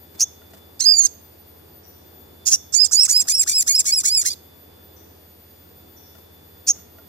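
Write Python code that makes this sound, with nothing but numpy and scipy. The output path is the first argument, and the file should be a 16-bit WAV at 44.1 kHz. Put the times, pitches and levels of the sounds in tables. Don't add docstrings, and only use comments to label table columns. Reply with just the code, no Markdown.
import sys
import numpy as np
from scipy import signal
from scipy.fft import rfft, irfft, next_fast_len
from scipy.io import wavfile
from scipy.ndimage import uniform_filter1d, minimum_filter1d, map_coordinates

SR = 44100
rng = np.random.default_rng(int(sys.argv[2]) if len(sys.argv) > 2 else 0)


def wav_out(sig):
    wavfile.write(sys.argv[1], SR, np.round(np.clip(np.atleast_2d(sig).T, -1, 1) * 32767).astype(np.int16))


N = 312228
TOP_HZ = 15900

# frequency in Hz, correlation from -1 to 1.
EAR_CORRELATION = [(60, 0.43), (130, 0.89), (290, 0.48), (640, -0.35), (1410, -0.11), (3100, -0.56),
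                   (6820, 0.62), (15000, 0.19)]
# time in seconds, pitch in Hz.
WHINE_PITCH = [(0, 3496), (.9, 3497), (1.55, 3471), (2.4, 3500), (4.5, 3503), (5.35, 3473), (6.25, 3505),
               (7.08, 3468)]
# time in seconds, level in dB.
WHINE_SWELLS = [(0, -71), (.2, -59.5), (1.1, -69.5), (1.7, -73.5), (1.85, -77), (2.1, -67), (2.6, -61.5),
                (4.4, -64.5), (4.9, -64.5), (5.1, -72.5), (5.7, -69.5), (6.2, -61.5), (6.45, -67),
                (7.08, -69)]
# harmonic number, level in dB.
WHINE_HARMONICS = [(2, -76.5), (3, -76), (4, -55)]
# frequency in Hz, relative level in dB.
CHORUS_SPECTRUM = [(4000, -43), (4550, -8), (4750, 5), (5000, -7.5), (5600, -42)]
MURMUR_SPECTRUM = [(25, -22.5), (50, -10.5), (110, -3), (180, -3), (400, -0.5), (600, -5), (830, -7.5),
                   (1100, -13), (1800, -19), (4000, -74.5)]
HISS_SPECTRUM = [(500, -33.5), (1000, -18.5), (1700, -6.5), (3000, -7.5), (5000, -10.5), (7400, -17),
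                 (10000, -12.5), (11500, -15), (12600, -25.5), (14600, -27), (15400, -38.5)]
# centre in seconds, length in seconds, level in dB.
WING_FLUTTERS = [(.17, .08, -50.5), (0.548, 0.0942, -51.5), (3.25, .1, -50), (6.175, 0.06, -57),
                 (6.774, 0.087, -52.5)]
# start, swell, hold and fade in seconds, first and last pitch of the
# glide in Hz, level in dB, roughness from 0 to 1 at the peak and at the end, left-right balance in dB,
# left ear's lead in ms.
CHIP_CALLS = [(0.191, 0.027, .020, 0.0087, 5300, 6500, -13.5, 0.4, .05, -1.5, .005),
              (2.453, 0.024, 0.0089, .030, 5900, 6500, -14, .6, .85, -9.5, 0.25),
              (2.5, .038, .006, .018, 6300, 5700, -9.5, 0.3, .6, -3, .05),
              (6.666, .028, .017, .011, 5500, 6600, -12, .25, .08, -1.5, .03)]
# frequency in Hz, relative level in dB.
HOARSE_SPECTRUM = [(800, -48.5), (1400, -20), (2400, -25.5), (3700, -10.5), (5000, -6), (6500, 1),
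                   (7700, -2.5), (8700, -5), (10200, -8), (15000, -21.5)]
# start in seconds, strength in dB.
CAGE_TAPS = [(0.418, -39.5), (0.535, -35), (6.152, -35), (6.777, -41), (6.985, -35)]
# frequency in Hz, relative level in dB, time to decay 60 dB in seconds.
CAGE_MODES = [(660, -3, .06), (1410, -2, .07), (1900, -7, .04), (2850, -8, .03)]
# frequency in Hz, level in dB against the overtone gain.
OVERTONE_SPECTRUM = [(1000, 4), (2500, -17.5), (3300, -0.5), (4200, -12.5), (8000, 1), (10000, -0.5),
                     (12000, -6), (15500, -13)]
# time in seconds, pitch in Hz, levels of the lower and upper
# throat resonances in dB.
LONG_NOTE = [(0.794, 1566, -32.5, -46), (0.804, 1766, -33.5, -17.5), (0.818, 2160, -21, -17.5),
             (0.84, 2040, -28.5, -21.5), (0.852, 2190, -18.5, -17.5), (0.86, 2423, -11.5, -37),
             (0.87, 2416, -10, -48), (0.908, 2503, -12.5, -37.5), (0.932, 2380, -11, -39.5),
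             (0.992, 2310, -27, -9), (1.006, 2250, -42, -9.5), (1.026, 2120, -38, -16.5),
             (1.06, 2133, -35.5, -9.5), (1.076, 1510, -25, -34.5)]
# start in seconds, frequency in Hz, level in dB.
FAR_BIRD_CALLS = [(1.832, 5770, -54.5), (4.959, 5960, -56), (5.961, 5850, -53.5), (6.03, 5470, -58)]
# start and length in seconds; whistle
# onset, crest and whistle end in seconds from the start; rasp, crest and close pitch in Hz; rasp,
# whistle and close level in dB; overtones against the voice in dB; rasp roughness from 0 to 1;
# left-right balance in dB; left ear's lead in ms.
ARCHED_NOTES = [(2.723, .153, .061, .095, 0.12, 2310, 2521, 2420, -10.5, -12.5, -14.5, -23.5, .28, -15.5, 0.059),
                (2.911, 0.16, 0.054, 0.12, .120, 2290, 2764, 2480, -10.5, -10.5, -11, -18, 0.3, -7.5, .135),
                (3.077, .155, 0.06, .102, .121, 2330, 2592, 2500, -11, -14.5, -14, -13.5, 0.5, -6.5, .14),
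                (3.271, 0.17, 0.055, .099, 0.12, 2380, 2760, 2460, -14, -17, -13, -12.5, 0.7, -4, .52),
                (3.462, 0.17, 0.071, .110, .119, 2370, 2652, 2400, -15, -17, -14.5, -10.5, 0.8, -1.5, .52),
                (3.663, .158, .074, 0.11, .126, 2230, 2675, 2440, -13, -16.5, -11, -13.5, 0.3, -4, .53),
                (3.843, 0.18, .071, .114, .138, 2240, 2675, 2420, -15, -16, -16, -11, 0.7, -2, .53),
                (4.033, 0.2, 0.067, .120, 0.14, 2260, 2615, 2337, -13.5, -16, -16.5, -12, 0.7, -3.5, .53),
                (4.236, .109, .058, .084, 0.12, 2100, 2450, 2380, -15.5, -24, -35, -10, 0.7, -4.5, .55)]
# frequency in Hz, gain in dB.
WINDPIPE_NOTCH = [(2700, 0), (3100, -9), (3600, -6), (4200, 0)]
# delay in ms, left gain, right gain.
REFLECTIONS = [(1.198, .05, 0.12), (2.7, .07, -.05)]
# frequency in Hz, time to decay 60 dB in seconds.
GARDEN_DECAY = [(500, .25), (6000, .41), (14000, .18)]


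def amp(db):
    return 10 ** (np.asarray(db) / 20)


def unit(x):
    return x / np.sqrt(np.mean(x ** 2) + 1e-20)


def ramp(x):
    return np.clip(x, 0, 1)


def along(points, hz):
    f, v = np.transpose(points)
    return np.interp(np.log(hz + 1), np.log(f + 1), v)


def wobble(rate, size):
    knots = rng.standard_normal(int(size * rate / SR) + 4)
    return map_coordinates(knots, [np.arange(size) * rate / SR])


def filtered(x, response):
    m = next_fast_len(N + SR // 2)
    return irfft(rfft(x, m) * response(np.fft.rfftfreq(m, 1 / SR)), m)[..., :N]


def phase_of(hz):
    return 2 * np.pi * np.cumsum(hz) / SR


def panned(x, pan_db):
    sides = amp(np.array([[.5], [-.5]]) * pan_db)
    return x * sides / np.sqrt(np.mean(sides ** 2, axis=0))


def leading(pair, lead_ms):
    size = pair.shape[-1]
    turn = np.pi * np.fft.rfftfreq(size, 1 / SR) * lead_ms / 1000
    return irfft(rfft(pair) * np.exp(1j * np.array([turn, -turn])), size)


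def add(track, s, x):
    part = track[..., max(round(s * SR), 0):][..., :x.shape[-1]]
    part += x[..., :part.shape[-1]]


def faded(x, seconds):
    t = np.arange(x.shape[-1]) / SR
    return x * ramp(np.minimum(t, t[-1] - t) / seconds)


def garden_noise(spectrum):
    def response(hz):
        angle = np.arccos(np.clip(along(EAR_CORRELATION, hz), -1, 1)) / 2
        return amp(along(spectrum, hz)) * [np.cos(angle), np.sin(angle)]
    mid, side = filtered(rng.standard_normal((2, N)), response)
    return unit(np.array([mid + side, mid - side]))


def motor(hum_hz=83.8, hum_db=-55, throb_depth=.58):
    phase = phase_of(hum_hz * (1 + .002 * wobble(3, N)))
    level = amp(hum_db + .5 * wobble(4, N))
    hum = np.sin(phase + .3 * wobble(9, N))
    return level * unit(hum * (1 + throb_depth * np.sin(phase / 6)))


def insects(shimmer_db=3.34, drift=.0012, chorus_db=-69, pan_db=2, buzz_depth=.26, buzz_hz=330):
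    t = np.arange(N) / SR
    phase = phase_of(np.interp(t, *np.transpose(WHINE_PITCH)) * (1 + drift * wobble(48, N)))
    partials = [(1, np.interp(t, *np.transpose(WHINE_SWELLS)))] + WHINE_HARMONICS
    strokes = 1 + buzz_depth * np.sin(phase_of(buzz_hz * (1 + .14 * wobble(60, N))))
    whine = np.zeros((2, N))
    for ear in range(2):
        for k, db in partials:
            level = np.sqrt(2) * amp(db + shimmer_db * wobble(27, N))
            whine[ear] += level * np.sin(k * phase + .35 * wobble(54, N))
    sides = amp([[pan_db / 2], [-pan_db / 2]])
    return strokes * whine * sides + amp(chorus_db) * garden_noise(CHORUS_SPECTRUM)


def background(murmur_db=-51.5, hiss_db=-59):
    murmur = amp(murmur_db + .71 * wobble(3.6, N)) * garden_noise(MURMUR_SPECTRUM)
    return murmur + amp(hiss_db) * garden_noise(HISS_SPECTRUM)


def wing_flutters(beat_hz=28, beat_depth=.8):
    t = np.arange(N) / SR
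    swell = sum(amp(db) * np.exp(-(2 * (t - s) / length) ** 2) for s, length, db in WING_FLUTTERS)
    air = garden_noise([(60, -18), (180, 0), (600, -6.5), (2000, -16), (10000, -20), (15000, -40.5)])
    return swell * (1 + beat_depth * np.sin(2 * np.pi * beat_hz * t)) * air


def hoarse_noise(size):
    colour = amp(along(HOARSE_SPECTRUM, np.fft.rfftfreq(size, 1 / SR)))
    return unit(irfft(rfft(rng.standard_normal((2, size))) * colour, size))


def chip_gesture(swell_s, hold_s, fade_s, first_hz, last_hz, peak_db, peak_rough, end_rough,
                 warble_hz=120, depth_hz=1400, depth_db=5, onset_db=-27, offset_db=-18, first_rough=.65):
    length = swell_s + hold_s + fade_s
    t = np.arange(round(length * SR)) / SR
    swing = (1 - t / length) * np.cos(2 * np.pi * warble_hz * t)
    hz = first_hz + (last_hz - first_hz) * t / length + depth_hz * swing
    edges_db = onset_db * ramp(1 - t / swell_s) ** 2 + offset_db * ramp(1 - (length - t) / fade_s)
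    rough = first_rough + (peak_rough - first_rough) * ramp(t / swell_s) ** 3
    rough += (end_rough - peak_rough) * ramp((t - swell_s) / (hold_s + fade_s))
    return hz, peak_db + edges_db + depth_db * swing, np.clip(rough, .03, .95)


def chip(hz, db, rough, jitter=.045, above_db=-14, below_db=-19):
    n = len(hz)
    phase = phase_of(hz * (1 + jitter * rough * wobble(2500, n)))
    above = amp(above_db) * (np.sin(2 * phase) + np.sin(1.5 * phase))
    below = amp(below_db) * np.sin(phase / 2)
    tone = np.sqrt(2) * (np.sin(phase) + rough * (above + below))
    noise_share = rough ** 1.5
    voice = np.sqrt(1 - noise_share ** 2) * tone + noise_share * hoarse_noise(n)
    return faded(amp(db) * voice, .0017)


def cage_taps(ring_db=-11, crack_db=-18, crack_t60=.05):
    out, t = np.zeros((2, N)), np.arange(SR // 4) / SR
    for s, db in CAGE_TAPS:
        ring = sum(amp(level + rng.normal(0, 3) - 60 * t / t60) * np.sin(2 * np.pi * hz * t)
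                   for hz, level, t60 in CAGE_MODES)
        crack = amp(crack_db - 60 * t / crack_t60) * rng.standard_normal((2, len(t)))
        add(out, s, amp(db) * (amp(ring_db) * ring + crack))
    return out


def resonance(hz, centre_hz, width_hz):
    return 1 / np.sqrt(1 + (2 * (hz - centre_hz) / width_hz) ** 10)


def syrinx_note(controls, pan_db, jitter=.018, waver=.0088, wander=.007,
                flutter_db=2.7, scatter_db=4, beam_db=9):
    pitch, lower_gain, upper_gain, overtone_gain, rough = controls
    n = len(pitch)
    rough = ramp(rough + .25 * ramp((2100 - pitch) / 400))
    detune = wander * wobble(80, n) + waver * wobble(320, n) + jitter * rough * wobble(1100, n)
    phase = phase_of(pitch * (1 + detune))
    doubling = 1.5 * np.maximum(rough - .15, 0)
    beat = (1 + doubling * np.cos(phase / 2 + .8 * wobble(400, n))) / np.sqrt(1 + 2 * rough ** 2)
    effort = amp(flutter_db * wobble(170, n) + 2.3 * rough * wobble(320, n))
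    tuning_hz = np.maximum(pitch, 2180)
    voice = .45 * rough ** 1.3 * np.hypot(lower_gain, upper_gain) * hoarse_noise(n)
    for k in range(1, 12):
        hz = k * pitch
        lower = lower_gain * resonance(hz, 2 * tuning_hz, width_hz=1600)
        upper = upper_gain * resonance(hz, 3 * tuning_hz, width_hz=2700)
        rest = overtone_gain * amp(along(OVERTONE_SPECTRUM, hz))
        power = (lower ** 2 + upper ** 2 + rest ** 2) * np.minimum(pitch / 2300, 1)
        gain = np.sqrt(2 * power) * (hz < TOP_HZ)
        outside = 1 - resonance(hz, centre_hz=6200, width_hz=5000)
        sides = panned(gain * effort * (beat if k > 1 else 1), pan_db + beam_db * outside)
        start_phase = rng.uniform(0, 2 * np.pi)
        for ear in range(2):
            scatter = amp(scatter_db * outside * wobble(70, n))
            blur = (.3 + .5 * outside) * wobble(35, n) + .6 * rough * wobble(900, n)
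            voice[ear] += sides[ear] * scatter * np.sin(k * phase + start_phase + blur)
    return faded(voice, .00043)


def long_gesture(overtone_db=-24.5, tense_rough=.026, hoarse_hz=2299, rough_per_khz=1.2):
    times, *columns = np.transpose(LONG_NOTE)
    t = np.arange(times[0], times[-1], 1 / SR)
    pitch, lower_db, upper_db = [np.interp(t, times, column) for column in columns]
    lower, upper = amp(lower_db), amp(upper_db)
    overtones = amp(overtone_db) * (upper + amp(-3) * lower)
    rough = np.clip(tense_rough + rough_per_khz * np.maximum(hoarse_hz - pitch, 0) / 1000, 0, .35)
    return pitch, lower, upper, overtones, rough


def far_bird(smear_hz=600, t60=.89, attack_s=.0031):
    out, t = np.zeros((2, N)), np.arange(SR // 2) / SR
    n = len(t)
    for s, hz, db in FAR_BIRD_CALLS:
        smear = np.array([wobble(smear_hz, n) * np.sin(2 * np.pi * hz * t + wobble(smear_hz, n))
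                          for ear in range(2)])
        add(out, s, unit(smear) * amp(db - 60 * t / t60) * (1 - np.exp(-t / attack_s)))
    return out


def arched_gesture(length, clear_s, crest_s, close_s, rasp_hz, crest_hz, close_hz,
                   rasp_db, whistle_db, close_db, overtone_db, rasp_rough):
    slack_hz, climb_s, end_hz, fall_s = 1157, .03, 1820, .015
    onset_db, attack_s, offset_db, release_s = -26, .031, -18, .024
    sag_db_per_s, crest_db_per_s, idle_db = 190, 79, -29
    lower_switch_s, upper_switch_s = .0069, .0046
    close_rough, broken_rough = .14, .9
    t = np.arange(round(length * SR)) / SR
    after = lambda s, width: (1 + np.tanh((t - s) / width)) / 2
    arch_start, fall_start = clear_s - .014, length - fall_s
    up = np.sin(np.pi / 2 * ramp((t - arch_start) / (crest_s - arch_start))) ** 2
    down = 1 - (1 - ramp((t - crest_s) / max(fall_start - crest_s, upper_switch_s))) ** 1.9
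    climb, fall = ramp(t / climb_s), ramp((t - fall_start) / fall_s)
    arch_hz = (crest_hz - rasp_hz) * up + (close_hz - crest_hz) * down
    pitch = slack_hz + (rasp_hz - slack_hz) * climb + arch_hz + (end_hz - close_hz) * fall
    rasp, close = 1 - after(clear_s, upper_switch_s), after(close_s, upper_switch_s)
    whistle = after(clear_s, lower_switch_s) * (1 - after(close_s + lower_switch_s, lower_switch_s))
    broken = ramp((t - length + .028) / fall_s)
    pressure = amp(onset_db * ramp(1 - t / attack_s) ** 1.6)
    pressure *= amp(offset_db * ramp(1 - (length - t) / release_s) ** 2)
    nasal = rasp * amp(rasp_db - sag_db_per_s * np.maximum(t - climb_s, 0))
    nasal += close * amp(close_db - 2 * broken)
    clear = whistle * amp(whistle_db - crest_db_per_s * np.abs(t - crest_s))
    lower = pressure * (clear + amp(idle_db) * (1 - whistle))
    upper = pressure * (nasal + amp(idle_db) * clear)
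    overtones = pressure ** .69 * amp(overtone_db) * (nasal + amp(-3) * clear)
    whistle_rough = .052 + .05 * max(-15 - whistle_db, 0)
    rough = rasp * rasp_rough * climb + (1 - rasp - close) * whistle_rough
    rough += close * (close_rough + (broken_rough - close_rough) * broken)
    return pitch, lower, upper, overtones, rough


def sunbird():
    song = np.zeros((2, N))
    add(song, LONG_NOTE[0][0], leading(syrinx_note(long_gesture(), pan_db=-11), lead_ms=.048))
    for s, *shape, pan_db, lead_ms in ARCHED_NOTES:
        add(song, s, leading(syrinx_note(arched_gesture(*shape), pan_db), lead_ms))
    for s, *shape, pan_db, lead_ms in CHIP_CALLS:
        add(song, s, leading(panned(chip(*chip_gesture(*shape)), pan_db), lead_ms))
    return filtered(song, lambda hz: amp(along(WINDPIPE_NOTCH, hz)))


def echoes(x, wet_db=-26):
    near = filtered(x, lambda hz: sum(np.array([[left], [right]]) * np.exp(-2j * np.pi * hz * ms / 1000)
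                                      for ms, left, right in REFLECTIONS))
    hz, t, noise = signal.stft(rng.standard_normal((2, SR // 2)), SR, nperseg=256)
    decay = amp(-60 * t / along(GARDEN_DECAY, hz)[:, None])
    tail = signal.istft(noise * decay, SR, nperseg=256)[1]
    return near + amp(wet_db) * signal.fftconvolve(x, tail / np.linalg.norm(tail[0]), axes=1)[:, :N]


def scene():
    cage = sunbird() + cage_taps() + wing_flutters()
    return cage + echoes(cage) + far_bird() + motor() + insects() + background()


def record(dry, ceiling=.86):
    needed = np.minimum(1, ceiling / (np.abs(dry).max(axis=0) + 1e-9))
    gain = uniform_filter1d(minimum_filter1d(needed, size=256), size=256)
    return filtered(dry * gain, lambda hz: hz < TOP_HZ)


dry = scene()
out = record(dry)
wav_out(out)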